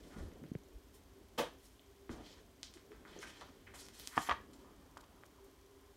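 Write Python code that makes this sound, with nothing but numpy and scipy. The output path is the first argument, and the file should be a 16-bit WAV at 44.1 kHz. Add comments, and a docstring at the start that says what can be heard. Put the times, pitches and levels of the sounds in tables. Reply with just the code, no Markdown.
"""A sheet flicks and a hand rubs the phone it holds, over microphone hiss and a machine behind the walls.
Someone walks through a quiet workshop, the phone in one hand and a few printed sheets in the other.
Fingers and heels thump, wood clatters, paper slides, snaps and creases, and blows ring a bench.
Shaped noise makes rubbing, paper and background; damped swings make snaps and thumps; decaying modes
make wood and bench. Paper, pops, wood and bench also reach the walls; hand, creases and tick stay close."""
import sys
import numpy as np
from scipy import signal
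from scipy.fft import rfft, irfft
from scipy.io import wavfile
from scipy.ndimage import uniform_filter1d

SR = 44100
rng = np.random.default_rng(int(sys.argv[2]) if len(sys.argv) > 2 else 0)


def voltage_ratio(level):
    """Linear amplitude factor for a level in decibels (scalar or array-like)."""
    return 10 ** (np.asarray(level, float) / 20)


def wav_out(sig):
    """Save sig, one row per channel (or a flat mono array), as 16-bit PCM at SR to the path in sys.argv[1]."""
    wavfile.write(sys.argv[1], SR, np.round(np.clip(np.atleast_2d(sig).T, -1, 1) * 32767).astype(np.int16))


N = 262836
T = np.arange(N) / SR  # s

# All levels but the tick's are ahead of the microphone's colour; the tick joins after it.
# spectrum of the resting room and microphone: pitch_hz, relative level_db per Hz
STILL_SPECTRUM = [(20, -43), (30, -33), (45, 0.5), (60, 1.5), (87, -26.5), (190, -37), (300, -8),
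                  (480, -57), (540, -14.5), (1040, -19.5), (2200, -22.5), (5100, -26), (9200, -29.5),
                  (13500, -30.5), (16000, -37)]
# resonances of the distant machine: pitch_hz, width_hz, level_db before wavering
MACHINE_DRONE = [(60.6, 5.2, -79.5), (270.3, 17, -72.5), (394.2, 13.8, -71.5), (1042, 54, -82)]
# grip rubbing of the hand on the phone: time_s, level_db
GRIP_LEVEL = [(0, -59.5), (.4, -59.5), (.51, -65), (1.3, -67.5), (1.8, -74), (2.0, -72), (2.27, -61.5),
              (2.62, -72.5), (3.13, -61.5), (3.4, -66), (4.0, -65), (4.2, -82), (4.35, -62), (4.8, -67.5),
              (5.37, -68.5), (5.63, -74.5), (5.96, -76.5)]
# low swells: jolts of the arm, and brief swellings of the machine's drone near 370 Hz:
# start_s, length_s, level_db before the swell, centre_khz, width_octaves
LOW_SWELLS = [(.16, 0.063, -48.5, 0.16, 1.58), (.17, 0.068, -46, 0.054, 1.6),
              (.72, 0.053, -54.5, 0.05, 0.72), (2.09, 0.057, -52, 0.055, 1.3), (2.13, 0.081, -58, 0.42, 2),
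              (2.75, .03, -62, 0.36, 0.37), (2.9, 0.036, -59, 0.38, .51), (3.17, 0.021, -53, 0.374, 0.32),
              (4.17, 0.022, -49.5, 0.089, 1.2), (4.29, 0.032, -52, .068, 0.62),
              (4.37, 0.039, -66, 0.38, 1.1)]
# a sheet flicked, sudden and fading; columns as LOW_SWELLS
PAPER_FLICKS = [(0, 0.087, -68, 1.4, 4.9), (.94, 0.013, -62, 5.6, 2.7), (2.095, 0.035, -63.5, 1.3, 4.9),
                (2.919, 0.051, -66, 1.08, 2), (3.188, 0.041, -60.5, 2.8, 2.8),
                (3.228, 0.0094, -60, 1.5, 0.36), (3.412, 0.018, -55, 0.9, 1.56),
                (3.666, 0.0075, -58.5, 1.8, 0.83), (3.99, 0.014, -55.5, 10.2, .9),
                (4.071, 0.035, -55.5, 3, 4.4), (4.532, 0.014, -69.5, 5.9, 1.4),
                (5.44, 0.0073, -70, 11, 2.2)]
# sliding paper and cloth, swelling gently; the long row at 4.38 is a held sheet flexing near 1 kHz; columns as
# LOW_SWELLS
GENTLE_STROKES = [(.08, 0.11, -64.5, 1.1, 1.76), (.162, 0.078, -69.5, 1.1, 5.5),
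                  (1.576, 0.1, -72.5, 5.9, 2.3), (2.167, 0.04, -65.5, 0.55, 4.3),
                  (2.225, 0.077, -61, 3.2, 1.64), (2.33, .045, -68.5, 1.53, 1.8),
                  (3.041, 0.27, -63, 0.74, 5), (3.265, 0.038, -60, 1.3, 4.4), (3.736, 0.069, -56, 2.2, 4.4),
                  (3.823, 0.029, -67, 4.9, 0.52), (3.919, 0.12, -60.5, 3.1, 3.2),
                  (4.1, .06, -59.5, 1.56, 1.24), (4.155, 0.058, -55, 3.8, 2.5),
                  (4.38, 0.88, -72.5, 0.97, 0.89), (4.58, 0.033, -70.5, 4.2, 1.9)]
# sheets pulled ever faster, then stopped dead; columns as LOW_SWELLS
PAPER_PULLS = [(4.2, 0.076, -54, 5.1, 1.63), (4.22, 0.062, -57, 9.8, 0.52), (4.23, 0.048, -49.5, 1.84, 1.8)]
# decay of the workshop's echoes: pitch_hz, t60_s
ROOM_DECAY = [(100, 0.35), (500, 0.24), (2000, 0.29), (6000, 0.31), (15000, 0.13)]
# runs of the tick from inside the phone, with one skip between them: first_s, last_s
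TICK_TIMES = [(.0357, 1.7), (1.7628, 5.96)]
# treble bands of the tick: pitch_hz, width_hz, level_db while it sounds
TICK_BANDS = [(6060, 680, -71), (13000, 6500, -70.5)]
# snaps of a buckling sheet: start_s, peak_db, pitch_hz, length_cycles, room_db relative to the direct sound
PAPER_SNAPS = [(.317, -51, 2000, 1.5, 0), (.4393, -49, 1700, 2, -4), (.465, -52, 3000, 1.5, -2),
               (.5517, -42.5, 1900, 2.7, -27), (.944, -55, 13000, 2.7, -6), (1.7947, -50.5, 3300, 4.7, -7),
               (2.0936, -35.5, 1180, 1.17, -0.5), (2.6313, -27, 4650, 1.83, -3),
               (2.739, -38.5, 5170, 1.25, 1.5), (2.7727, -46, 1810, 1.3, -0.5),
               (2.9185, -45, 1700, 1.6, -20), (3.0517, -44.5, 1500, 2.4, 2.5),
               (3.1895, -43.5, 6400, 12, -6), (3.2293, -36, 1700, 1.6, 3), (3.4113, -37.5, 3300, 0.9, 2),
               (3.6705, -48.5, 1900, 2.3, 9), (3.7385, -45, 1220, 0.84, 8), (3.8653, -40, 5500, 0.96, -15),
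               (3.886, -34, 4400, 0.63, -3.5), (3.998, -36, 4460, 1.8, 2), (4.0741, -22.5, 5860, 1.65, -12),
               (4.275, -42, 3230, 6.2, -19), (4.5335, -52, 3000, 0.87, -6), (4.9703, -38.5, 1070, 1.9, -5),
               (5.236, -42, 1430, 1.6, -15)]
# soft low thumps of fingers and heels; columns as PAPER_SNAPS
SOFT_THUMPS = [(.416, -46, 166, 2.1, 2.5), (.438, -44, 330, 2.8, -1.5), (.5165, -31, 200, 1.62, -18),
               (.5515, -34, 363, 2.4, -28), (.554, -34, 134, 2.1, -36), (2.0935, -37.5, 350, 4.7, 0),
               (2.1, -40, 208, 1.6, -2.5), (2.117, -39, 303, 0.95, -13), (2.204, -46, 292, 4.8, -12),
               (3.164, -40.5, 405, 1.1, -6)]
# spectrum of the bare wooden contacts: pitch_hz, relative level_db per Hz
CLATTER_SPECTRUM = [(88, -44), (150, -15.5), (524, -9), (1120, -6.5), (1830, -15), (2980, -14.5),
                    (4950, -23), (9630, -28.5), (16000, -34)]
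# ringing modes of the wooden things: pitch_hz, relative level_db, t60_s
WOOD_MODES = [(210, -5, 0.036), (333, -3, 0.047), (504, 2.5, 0.08), (562, -4, 0.065), (666, -9, 0.13),
              (850, -5.5, 0.031), (1094, -24, 0.076), (1250, -16, 0.033), (1500, -31, 0.022)]
# blows on the bench: start_s, relative strength_db, contact_ms
BENCH_BLOWS = [(4.1694, -17, 0.34), (4.1774, -18.5, 0.09), (4.2886, -22, 0.2), (4.2941, -24.5, 0.044),
               (4.2999, -31, 0.31), (4.3049, -20, 0.21)]
# ringing modes of the bench: pitch_hz, relative level_db, t60_s
BENCH_MODES = [(310, -12.5, 0.042), (500, -20, 0.025), (666, -13.5, 0.063), (722, -10, 0.053),
               (870, -6, 0.026), (940, -2, 0.028), (1104, 1.5, 0.026), (1192, 0, 0.034), (1460, -3.5, 0.02),
               (1700, -4.5, 0.052), (1900, 2, 0.021), (2340, 3.5, 0.0084), (2770, -3, 0.015),
               (3300, -1.5, .012), (4400, -11, 0.013)]
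# a thumb creasing the sheet close to the phone, a short dry crackle; columns as LOW_SWELLS
THUMB_CREASES = [(4.9715, 0.0064, -57.5, 1.6, 4.5), (5.0062, 0.0066, -60.5, 2.1, 4.4),
                 (5.038, .006, -66, 2.2, 2.6), (5.254, 0.011, -67.5, 5.9, 2.2)]
# treble colour of the microphone port in the case: pitch_hz, level_db
MIC_PORT = [(2300, 0), (2700, -2), (3150, 3), (3600, 0), (9800, 0), (10400, -4), (10900, 0)]


def level(x, db):
    """Scale to an rms level."""
    return x * voltage_ratio(db) / np.sqrt(np.mean(x ** 2))


def band(x, lo_hz, hi_hz, order=2):
    """Band-pass, kept below half the sample rate."""
    sos = signal.butter(order, [lo_hz, min(hi_hz, .49 * SR)], "band", fs=SR, output="sos")
    return signal.sosfilt(sos, x)


def noise_band(hz, width_hz, order=2):
    """Steady noise around one pitch."""
    return band(rng.standard_normal(N), hz - width_hz / 2, hz + width_hz / 2, order)


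def colour(x, points):
    """Filter x by (Hz, dB) points, joined along log frequency."""
    hz, db = np.transpose(points)
    f = np.maximum(np.arange(len(x) // 2 + 1) * SR / len(x), 1)
    gain = voltage_ratio(np.interp(np.log(f), np.log(hz), db))
    return irfft(rfft(x) * gain, len(x))


def walk(rate):
    """Wandering random values: held for 1 / rate s, then slewed twice; spread near 1."""
    k = int(SR / rate)
    held = np.repeat(rng.standard_normal(N // k + 1), k)
    return 1.3 * uniform_filter1d(uniform_filter1d(held, k), k)[:N]


def grains(rate, spread_db):
    """Scattered tiny contacts at a mean rate per second, most small, a few large."""
    hit, size, sign = rng.random((3, N))
    strength = voltage_ratio(-spread_db * np.log(1 - size))
    return (hit < rate / SR) * strength * np.sign(sign - .5)


def ring(modes, weights):
    """One blow's answer of a body; the weights tell how the struck spot couples to each mode."""
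    t = T[:SR // 4]
    out = np.zeros(len(t))
    for weight, (hz, db, t60) in zip(weights, modes):
        out += weight * voltage_ratio(db) * np.sin(2 * np.pi * hz * t) * 1000. ** (-t / t60)
    return out


def strokes(table, rise_share, fall_share, rub):
    """Each row opens a band of the given noise: it swells, holds to the end of its length and dies away."""
    out = np.zeros(N)
    for s, length, db, khz, octaves in table:
        rise, fall = rise_share * length, fall_share * length
        k = int(s * SR)
        u = T[:min(int((length + 6 * fall) * SR), N - k)]
        shape = np.minimum(u / rise, 1) * np.exp(-np.maximum(u - length, 0) / fall)
        edge = 2 ** (octaves / 2)
        opened = band(rub[k:k + len(u)], 1000 * khz / edge, 1000 * khz * edge)
        out[k:k + len(u)] += shape * level(opened, db)
    return out


def room(x):
    """Diffuse echoes off the workshop walls: a quick build-up, then each octave dies at its own rate."""
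    t = T[:SR // 2]
    hz, t60 = np.transpose(ROOM_DECAY)
    tail = np.zeros(len(t))
    for f in 125 * 2. ** np.arange(8):
        octave = band(rng.standard_normal(len(t)), f / 2 ** .5, f * 2 ** .5)
        tail += octave * 1000. ** (-t / np.interp(np.log(f), np.log(hz), t60))
    tail = tail * (1 - np.exp(-t / 0.00067))
    return signal.fftconvolve(x, tail / np.sqrt(np.sum(tail ** 2)))[:N]


def still():
    """Broad room tone and microphone hiss, with the wavering resonances of a distant machine."""
    out = level(colour(rng.standard_normal(N), STILL_SPECTRUM), -68)
    for hz, width_hz, db in MACHINE_DRONE:
        out += level(noise_band(hz, width_hz, order=1), db) * voltage_ratio(2 * walk(3.56))
    return out


def hand_and_low_swells():
    """The grip shakes the phone and rubs its case, the arm jolts it, the drone swells: none sent to the room."""
    shake_db, shake_per_grip, grip_usual_db = -66.5, 0.25, -65  # shaking at the usual grip; dB per dB of grip
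    grip_db = np.interp(T, *np.transpose(GRIP_LEVEL))
    shake = level(band(rng.standard_normal(N), 38, 91.4), shake_db)
    shake = shake * voltage_ratio(shake_per_grip * (grip_db - grip_usual_db))
    uneven_rub = rng.standard_normal(N) * voltage_ratio(2.2 * walk(50))
    grip = level(band(uneven_rub, 171, 452), 0) * voltage_ratio(grip_db)
    low_swells = strokes(LOW_SWELLS, 0.1, 0.71, rng.standard_normal(N))
    return shake + grip + low_swells


def rustle():
    """Dense rough contacts, some larger cracks, in patches that come and go; one long row is a held sheet
    flexing."""
    rub = level(grains(4000, 1.5), 0) + 1.28 * rng.standard_normal(N)
    rub = rub * voltage_ratio(3.23 * walk(70))
    edges = 300 * 2 ** np.arange(0, 6.1, .4)  # Hz
    patches = np.zeros(N)
    for lo_hz, hi_hz in zip(edges[:-1], edges[1:]):
        patches += band(rub, lo_hz, hi_hz, order=1) * voltage_ratio(2 * walk(40))
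    # rise and fall as shares of each length
    flicks = strokes(PAPER_FLICKS, 0.05, 1, patches)
    gentle = strokes(GENTLE_STROKES, 0.27, 0.63, patches)
    pulls = strokes(PAPER_PULLS, 1, 0.15, patches)
    return flicks + gentle + pulls


def tick():
    """Faint millisecond puffs of treble noise from inside the phone, on a steady clock that skips once."""
    period_s, puff_s = .05, .0012
    gate = np.zeros(N)
    for first, last in TICK_TIMES:
        gate += (T >= first) * (T < last) * ((T - first) % period_s < puff_s)
    return gate * sum(level(noise_band(hz, width_hz), db) for hz, width_hz, db in TICK_BANDS)


def pops(table):
    """Snaps or thumps, each one short damped swing; returns the direct sound and what it sends into the room."""
    near, far = np.zeros((2, N + SR))
    t = T[:SR // 20]
    for s, db, hz, cycles, room_db in table:
        swing = np.sin(2 * np.pi * hz * t) * t ** 2 * np.exp(-t * hz * 8 / cycles)
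        swing = voltage_ratio(db) * swing / np.max(np.abs(swing))
        k = int(s * SR)
        near[k:k + len(t)] += swing
        far[k:k + len(t)] += voltage_ratio(room_db) * swing
    return near[:N], far[:N]


def clatter():
    """Wooden things tumble together: a quick swell of contacts, as bare cracks and through the ring of wood."""
    start_s, rise_s, fall_s = 1.377, 0.011, 0.023
    cracks_db, contacts_db = -33, -55.5  # both before the swell
    u = np.maximum(T - start_s, 0)
    swell = np.minimum(u / rise_s, 1) * np.exp(-np.maximum(u - rise_s, 0) / fall_s)
    contacts = grains(1400, 0.96)
    rough = contacts + 1.6 * rng.standard_normal(N)
    cracks = level(colour(rough, CLATTER_SPECTRUM), cracks_db) * swell
    answer = ring(WOOD_MODES, (-1) ** np.arange(len(WOOD_MODES)))
    wood = signal.fftconvolve(level(contacts, contacts_db) * swell, answer)[:N]
    return cracks + wood


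def bench():
    """Blows and their bounces, each on another spot; a harder contact is a shorter push, reaching higher modes."""
    # the last blow chatters on, weaker each time
    bounces, gap_s, first_db, drop_db, bounce_contact_ms = 5, .0056, -24, 3.1, 0.17
    bench_db, buzz_db, buzz_fall_s = -5, 0.5, 0.0085
    out = np.zeros(N + SR)
    t = T[:SR // 4]
    blows = list(BENCH_BLOWS)
    last_s = blows[-1][0]
    for n, (late, soft) in enumerate(rng.standard_normal((bounces, 2))):
        bounce_s = last_s + (n + 1 + .1 * late) * gap_s
        blows.append((bounce_s, first_db - n * drop_db, bounce_contact_ms * 2 ** soft))
    spots = rng.standard_normal((len(blows), len(BENCH_MODES)))
    for (s, db, contact_ms), spot in zip(blows, spots):
        push = t[:400] * np.exp(-1000 * t[:400] / contact_ms)
        answer = ring(BENCH_MODES, np.sign(spot) * voltage_ratio(1.4 * spot))
        # the loose sheets buzz for a moment after each blow
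        buzz = voltage_ratio(buzz_db) * rng.standard_normal(len(t)) * np.exp(-t / buzz_fall_s)
        sound = signal.fftconvolve(push / push.sum(), answer + buzz)
        k = int(s * SR)
        out[k:k + len(sound)] += voltage_ratio(db + bench_db) * sound
    return band(out[:N], 280, 5300)


def creases():
    """Short bursts of cracks that stop dead, too near and faint to wake the room."""
    crackle = level(grains(2600, 2.5), 0) + 0.45 * rng.standard_normal(N)
    return strokes(THUMB_CREASES, .12, 0.13, crackle)


def scene():
    """Near sounds, their echoes from the workshop walls, and the background."""
    background, low, strokes_heard = still(), hand_and_low_swells(), rustle()
    snaps, snaps_far = pops(PAPER_SNAPS)
    thumps, thumps_far = pops(SOFT_THUMPS)
    wood, knocks = clatter(), bench()
    sent = snaps_far + thumps_far + voltage_ratio(-5.5) * strokes_heard + voltage_ratio(-5.5) * wood + voltage_ratio(-11) * knocks
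    direct = low + strokes_heard + snaps + thumps + wood + knocks + creases()
    return (background + direct + room(sent))[None]


def band_limit(x):
    """A steep low-pass at the top of the band."""
    return signal.sosfilt(signal.butter(12, 16350, fs=SR, output="sos"), x)


def record(dry):
    """The phone's microphone port colours the treble, its own tick joins in and the top is cut."""
    picked_up = colour(dry[0], MIC_PORT)[None] + tick()
    top_cut = signal.ellip(10, .2, 70, 15800, fs=SR, output="sos")  # low-pass: ripple dB, stop dB, Hz
    mix = signal.sosfilt(top_cut, picked_up)
    return band_limit(mix)


dry = scene()
out = record(dry)
wav_out(out)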